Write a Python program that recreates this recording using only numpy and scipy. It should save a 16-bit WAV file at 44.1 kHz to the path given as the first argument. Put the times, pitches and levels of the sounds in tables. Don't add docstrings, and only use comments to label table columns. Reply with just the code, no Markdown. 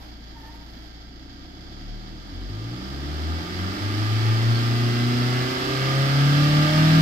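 import sys
import numpy as np
from scipy import signal
from scipy.fft import rfft, irfft, next_fast_len
from scipy.io import wavfile
from scipy.ndimage import uniform_filter1d, map_coordinates

SR = 44100
rng = np.random.default_rng(int(sys.argv[2]) if len(sys.argv) > 2 else 0)


def wrap_up_sound(samples):
    columns = np.atleast_2d(samples).T
    tamed = np.clip(columns, -1, 1)
    steps = np.round(tamed * 32767).astype(np.int16)
    wavfile.write(sys.argv[1], SR, steps)


N = 309141
TIME = np.arange(N) / SR
FREQS = np.maximum(np.fft.rfftfreq(2 * next_fast_len(N // 2 + 1), 1 / SR), 1)
SIGN = np.array([[1], [-1]])

# freq_hz, left_minus_right_db
TILT = [(100, 2), (200, 0.5), (320, -3.5), (470, 0.5), (620, -1), (900, 0.5), (1300, -3), (2000, -4),
        (2600, 0.5), (3200, -4.5), (3900, -3.5), (5000, -11), (6200, -1.5), (7800, 16.5), (10000, 10.5),
        (12000, -2.5), (15000, 0)]
# freq_hz, correlation (-1 to 1)
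LIKENESS = [(170, 0.93), (330, 0.6), (500, 0.09), (800, 0.29), (1150, 0.7), (1700, 0.076), (3000, 0.14),
            (6000, 0.1)]
# freq_hz, lead_rad
RIGHT_LEAD = [(55, 0.55), (115, 0.38), (160, .02), (330, .1), (620, 1.45), (1000, 1.83), (1500, 3.25),
              (2100, 4.7), (4000, 10.93)]
# level_db at REFERENCE_RATE, growth_db per doubling of speed, extra_idle_db
FIRING_ORDERS = [(-27.5, 13.5, -0.5), (-36.0, 6, 8.5), (-44, 8, 8), (-46.5, 7, -1.5), (-49.5, 1.5, -11)]
REFERENCE_RATE = 100


def from_db(db):
    return 10 ** (np.asarray(db) / 20)


def rms_one(x):
    return x / np.sqrt(np.mean(x ** 2) + 1e-20)


def at_hz(points, hz):
    f, value = np.transpose(points)
    return np.interp(np.log(hz), np.log(f), value)


def spectrum_of(x):
    return rfft(x, 2 * (len(FREQS) - 1))


def drift(rate_per_s):
    knots = rng.standard_normal(4096)
    coarse = map_coordinates(knots, [TIME[::32] * rate_per_s + 2], order=3, mode="wrap")
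    return np.interp(TIME, TIME[::32], coarse)


def bell(hz, centre_hz, half_width_hz, db):
    return db / (1 + ((hz - centre_hz) / half_width_hz) ** 2)


def ripple(hz, spacing_hz=14.0):
    modes = np.minimum(rng.standard_normal(1024), .5) + .2
    return np.interp(hz / spacing_hz, np.arange(len(modes)), modes) * np.minimum(hz / 400, 1)


def body_db(hz):
    # centre_hz, half_width_hz, gain_db
    resonances = [(37.47, 0.82, 11.5), (48.6, 6.3, 10.5), (80.7, 5.1, 8), (113, 5, 6), (157.4, 3.4, 3),
                  (242, 4.6, 7), (288.7, 9.4, 7), (357.6, 5.5, 7.5), (546, 12, 7.5), (620.3, 42, 6.5)]
    # centre_hz, half_width_hz, gain_db
    nodes = [(59, 7.3, -10.5), (85.8, 1.95, -15), (97.3, 0.8, -23), (128.55, 2.5, -15.5),
             (216.6, 4.3, -19.5), (269.6, 6.8, -9), (450, 12, -36)]
    return sum(bell(hz, *row) for row in list(resonances) + list(nodes))


def at_ports(pair, colour, panel_half_width_hz=6.9):
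    # centre_hz, gain_db
    panels = [(1204, 8.5), (1341, 7.5), (1587, 7.5), (1798, 5.5), (2024, 4.5), (2249, 8), (2641, 6),
              (3261, 2), (3994, 9.5)]
    mid, side = spectrum_of(pair)
    alike = np.clip(at_hz(LIKENESS, FREQS), -1, 1)
    lean = from_db(SIGN * at_hz(TILT, FREQS) / 2)
    lean = lean / np.sqrt(np.mean(lean ** 2, axis=0))
    lean = lean * np.exp(-.5j * SIGN * at_hz(RIGHT_LEAD, FREQS))
    low_hz, high_hz = colour[0][0], colour[-1][0]
    skirts = 1 / np.sqrt((1 + (low_hz / FREQS) ** 4) * (1 + (FREQS / high_hz) ** 4))
    panels_db = sum(bell(FREQS, hz, panel_half_width_hz, db) for hz, db in panels)
    both = np.sqrt(1 + alike) * mid + SIGN * np.sqrt(1 - alike) * side
    return rms_one(irfft(both * lean * skirts * from_db(at_hz(colour, FREQS) + panels_db))[:, :N])


def contacts(turns, jitter_s, uneven_db, t60_s, count):
    rounds = np.arange(1200)
    age_s = TIME[:2048]
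    out = np.zeros((2, N))
    for part in range(count):
        angle = (part + rng.random()) / count
        late, hard = rng.standard_normal((2, len(rounds)))
        when_s = np.interp(rounds + angle, turns, TIME, left=-1, right=-1) + jitter_s * late
        ring = rng.standard_normal((2, len(age_s))) * from_db(-60 * age_s / t60_s)
        for s, gain in zip(when_s, from_db(uneven_db * hard)):
            if 0 <= s < TIME[-1]:
                i = int(s * SR)
                out[:, i:i + len(age_s)] += gain * ring[:, :N - i]
    return out


def order_tone(turns, multiple, hz, level_db):
    side = rng.choice([-1, 1])
    apart_rad = .5 * np.arccos(np.clip(at_hz(LIKENESS, hz), -1, 1)) * side + at_hz(RIGHT_LEAD, hz)
    phase = 2 * np.pi * ((multiple * turns + rng.random()) % 1) - SIGN * apart_rad / 2
    gain = from_db(level_db + SIGN * at_hz(TILT, hz) / 2)
    return np.sqrt(2) * gain * np.sin(phase.astype(np.float32))


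def puffing(firings, colour, depth):
    return at_ports(rng.standard_normal((2, N)) * (1 + depth * np.cos(2 * np.pi * firings)), colour)


def whistle():
    # pitch_hz, level_db
    lines = [(14853, -84)]
    return sum(np.sqrt(2) * from_db(db) * np.sin(2 * np.pi * hz * TIME) for hz, db in lines)


def squeaks(wobble_hz=19.3, flutter_db=5.0):
    # middle_s, spread_s, pitch_hz, glide_hz_per_s, level_db, octave_db re the tone
    events = [(.38, .024, 915, -300, -54, -14), (.485, .045, 905, 100, -51.5, -7),
              (.585, .036, 915, 100, -55.5, -11), (4.552, .04, 4382, 350, -44.5, -25),
              (4.955, .022, 4425, 0, -47.5, -25)]
    out = 0
    for middle_s, spread_s, hz, glide, level_db, octave_db in events:
        pitch_hz = hz + glide * (TIME - middle_s) + wobble_hz * drift(200)
        phase = 2 * np.pi * np.cumsum(pitch_hz) / SR
        swell = np.exp(-.5 * ((TIME - middle_s) / spread_s) ** 2)
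        swell = swell * from_db(level_db + flutter_db * drift(65))
        out = out + np.sqrt(2) * swell * (np.sin(phase) + from_db(octave_db) * np.sin(2 * phase))
    return out


def rustle(flicker_db=1.5, rise_db_per_s=130.0, fade_db_per_s=148):
    # start_s, length_s, level_db
    events = [(0.0, 0.044, -49), (.08, .25, -60), (.38, 0.18, -52), (.6, 0.27, -55.5)]
    # freq_hz, density_db per Hz
    colour = [(400, 0), (800, 6), (1100, 0), (1800, -3), (2400, -7), (5000, -8), (7000, -19), (10000, -23),
              (12500, -10.5), (15500, -26)]
    levels_db = []
    for start_s, length_s, db in events:
        before_s = np.maximum(start_s - TIME, 0)
        after_s = np.maximum(TIME - start_s - length_s, 0)
        levels_db.append(db - rise_db_per_s * before_s - fade_db_per_s * after_s)
    gain = from_db(np.max(levels_db, axis=0) + flicker_db * drift(25.3))
    return gain * at_ports(rng.standard_normal((2, N)), colour)


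def rush(firings):
    # freq_hz, density_db per Hz
    colour = [(400, -1), (750, -0.5), (1000, -10.5), (1250, 2), (2100, -3.5), (2550, -5), (3250, 0.5),
              (3750, -6.5), (5000, 1.5), (6100, -13.5), (8500, -17.5), (10700, -27), (12000, -14.5),
              (15500, -25)]
    return puffing(firings, colour, depth=.2)


def rumble(firings):
    # freq_hz, density_db per Hz
    colour = [(25, -6), (60, -1), (110, -1), (180, 4), (250, 4.5), (315, 8), (370, -11.5), (450, -7.5),
              (600, -9), (1000, -14)]
    return puffing(firings, colour, depth=0.37)


def injectors(firings, rate):
    # freq_hz, density_db per Hz
    colour = [(500, -8.5), (750, 7), (1030, -23), (1300, -2), (2000, -2.5), (2600, -13), (3300, 1),
              (3800, -6), (4800, 2), (6000, -13), (7000, -14.5), (9000, -44), (12000, -20.5), (15000, -38)]
    hits = contacts(firings, jitter_s=.0006, uneven_db=2.0, t60_s=0.23, count=4)
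    return at_ports(hits / np.sqrt(rate), colour)


def clatter(firings, rate):
    # freq_hz, density_db per Hz
    colour = [(350, -7), (480, -2), (600, -5), (730, -0.5), (880, -4), (1030, -10.5), (1180, 5), (1450, -4),
              (2100, -3.5), (2500, -11.5), (3200, -5.5), (5000, -10.5), (6200, -19), (10000, -26.5)]
    hits = contacts(firings / 4, jitter_s=.00003, uneven_db=1.5, t60_s=.06, count=16)
    return at_ports(hits / np.sqrt(rate), colour)


def knock(firings, rate):
    # freq_hz, density_db per Hz
    colour = [(170, -2), (250, -2), (330, -1), (385, -8), (450, -22), (720, -12.5), (900, -7.5)]
    hits = contacts(firings, jitter_s=.0002, uneven_db=2.0, t60_s=.07, count=2)
    return at_ports(hits / np.sqrt(rate), colour)


def trim_buzz(firings, rate, onset_rate=123.5, onset_db=-41.5, db_per_doubling=16, flicker_db=1.5):
    # freq_hz, density_db per Hz
    colour = [(1450, -4), (1680, 8), (1900, -3), (2250, -6), (2500, -25)]
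    loose = np.clip(rate - onset_rate, 0, 1)
    taps = contacts(firings / 2, jitter_s=.00005, uneven_db=2.5, t60_s=.025, count=2)
    level_db = onset_db + db_per_doubling * np.log2(rate / onset_rate) + flicker_db * drift(16)
    return loose * from_db(level_db) * at_ports(taps, colour)


def whine(firings, rate, level_db=-59.5, db_per_doubling=13.5, count=24,
          waver_db=4.0, ripple_db=4.5, jitter_cycles=.08):
    # centre_hz, half_width_hz, gain_db
    covers = [(722, 25, 5), (1203, 19, 8.9), (1360, 36, 7), (1640, 44, 3.6), (2007, 69, 10.3),
              (2815, 38, 4.2)]
    step = 6
    firings, rate = firings[::step], rate[::step]
    speed_db = level_db + db_per_doubling * np.log2(rate / REFERENCE_RATE)
    out = 0
    for k in range(len(FIRING_ORDERS) + 1, count + 1):
        hz = k * rate
        db = speed_db + sum(bell(hz, *row) for row in covers)
        db = db + ripple_db * ripple(hz) + waver_db * np.minimum(drift(24)[::step], 1)
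        out = out + order_tone(firings + jitter_cycles / k * drift(40)[::step], k, hz, db)
    return signal.resample_poly(out, step, 1, axis=1)[:, :N]


def weak_orders(count, cycle_db=-9.0, pulley_multiple=.63, pulley_db=2, uneven_db=0.5, loss_db_per_order=0.24):
    multiples = np.arange(2, count + 1) / 4
    uneven = [(m, uneven_db - loss_db_per_order * max(m - 2, 0)) for m in multiples if m % 1]
    return [(1 / 4, cycle_db), (pulley_multiple, pulley_db)] + uneven


def growl(firings, rate, growl_db, shake_db, idling, gain_db=-2.5, waver_db=1.5, ripple_db=5.0,
          body_share=0.15, even_idle_db=-6.0):
    # freq_hz, gain_db
    cabin = [(30, -4), (70, -11.5), (110, -10), (170, -10), (230, -5.5), (290, -1.5), (390, -8.5),
             (450, -14.5), (560, -21), (730, -26), (880, -16), (1030, -26), (1200, -17), (1400, -19),
             (1600, -22), (2050, -26), (2600, -17)]
    step = 6
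    firings, rate, growl_db, shake_db, idling = (x[::step] for x in (firings, rate, growl_db, shake_db, idling))
    out = 0
    for multiple, order_db in weak_orders(count=68):
        hz = multiple * rate
        db = growl_db + body_share * body_db(hz) if multiple > 2 else shake_db
        db = db + idling * even_idle_db
        db = db + gain_db + order_db + at_hz(cabin, hz) + ripple_db * ripple(hz)
        unsteady = min(multiple / 5, 1.5)
        db = db + (waver_db + 2 * unsteady) * np.minimum(drift(18)[::step], 1)
        shaken = firings + 0.097 * unsteady / multiple * drift(30)[::step]
        out = out + order_tone(shaken, multiple, hz, db)
    return signal.resample_poly(out, step, 1, axis=1)[:, :N]


def boom(firings, rate, pull, waver_db=1.2, lumpy_db=0.5, ripple_db=2.5, idle_ends_rate=37.7,
         idle_steadiness=.7, pull_db=0.5, pull_flutter_db=0.8):
    # firing_multiple, centre_hz, half_width_hz, gain_db
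    mount_paths = [(1, 141, 5.9, 3), (1, 152.3, 1.9, -4), (2, 77.3, 3.9, -16.5), (2, 90, 2.5, 8),
                   (2, 100, 2.4, 6), (2, 105, 4.6, 5), (2, 121.4, 4.1, 10.5), (2, 156, 5.7, -13.5),
                   (2, 312, 6, 2.5), (2, 201.1, 2, -16.5), (3, 117, 8.3, 5.5), (3, 194, 8.5, 11),
                   (3, 317, 7.2, 11), (3, 388, 41, 5.5), (4, 314, 8, 8), (4, 460, 25, -2),
                   (5, 185, 10, 4.5), (5, 532, 39, -16)]
    doublings = np.log2(rate / REFERENCE_RATE)
    at_idle = np.clip((idle_ends_rate - rate) / (idle_ends_rate - rate.min()), 0, 1)
    depth_db = waver_db + lumpy_db * np.clip(1 - rate / REFERENCE_RATE, 0, 1)
    depth_db = depth_db * (1 - idle_steadiness * at_idle)
    out = 0
    for k, (level_db, db_per_doubling, idle_db) in enumerate(FIRING_ORDERS, 1):
        hz = k * rate
        db = level_db + db_per_doubling * doublings + idle_db * at_idle + body_db(hz)
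        db = db + depth_db * drift(14)
        db = db + sum(bell(hz, *row) for multiple, *row in mount_paths if round(multiple) == k)
        if k > 1:
            db = db + pull * (pull_db + pull_flutter_db * drift(13)) + ripple_db * ripple(hz)
        out = out + order_tone(firings, k, hz, db)
    return out


def scene(rumble_db=-0.5, idle_rumble_db=3.5, knock_db=-2.0, clatter_db=3.0, idle_clatter_db=-0.5,
          rush_db=1.0, tick_idle_db=-49.5, tick_db_per_doubling=4.5, idling_gone_rate=87.0):
    # time_s, firings_per_s
    speed = [(0.0, 28.2), (1.15, 28.4), (1.55, 33.0), (1.8, 36.3), (2.15, 39.9), (2.42, 46.5), (2.58, 53.5),
             (2.78, 62.1), (3.0, 70.5), (3.2, 76.8), (3.45, 85.3), (3.75, 96.5), (4.05, 106.7),
             (4.3, 111.7), (4.55, 115.5), (4.8, 118.1), (5.16, 121.5), (5.45, 125.9), (5.8, 132.0),
             (6.1, 137.3), (6.45, 146.4), (6.75, 153.8), (7.01, 160.7)]
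    rate = np.interp(TIME, *np.transpose(speed))
    firings = np.cumsum(rate * (1 + .001 * drift(10))) / SR
    doublings = np.log2(rate / REFERENCE_RATE)
    pull = uniform_filter1d(np.gradient(rate) * SR, size=SR // 5) / 66
    idling = np.clip((idling_gone_rate - rate) / (idling_gone_rate - rate.min()), 0, 1)
    growl_db = -40 + 7.5 * doublings + 0.4 * pull
    noise_db = -39.0 + 13 * doublings
    shake_db = -42 + 6 * doublings + 45 * np.maximum(np.log2(rate / 129), 0)
    tick_db = tick_idle_db + tick_db_per_doubling * np.log2(rate / rate.min())

    out = boom(firings, rate, pull) + growl(firings, rate, growl_db, shake_db, idling)
    out += whine(firings, rate) + trim_buzz(firings, rate)
    out += from_db(growl_db + rumble_db + idle_rumble_db * idling) * rumble(firings)
    out += from_db(growl_db + knock_db) * np.sqrt(idling) * knock(firings, rate)
    out += from_db(noise_db + clatter_db + idle_clatter_db * idling) * clatter(firings, rate)
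    out += from_db(noise_db + rush_db + 0.16 * drift(7.6)) * rush(firings)
    out += from_db(tick_db) * injectors(firings, rate)
    return out + rustle() + squeaks() + whistle()


def record(dry, cutoff_hz=15700):
    return signal.sosfilt(signal.ellip(12, .1, 80, cutoff_hz, fs=SR, output="sos"), dry)


dry = scene()
out = record(dry)
wrap_up_sound(out)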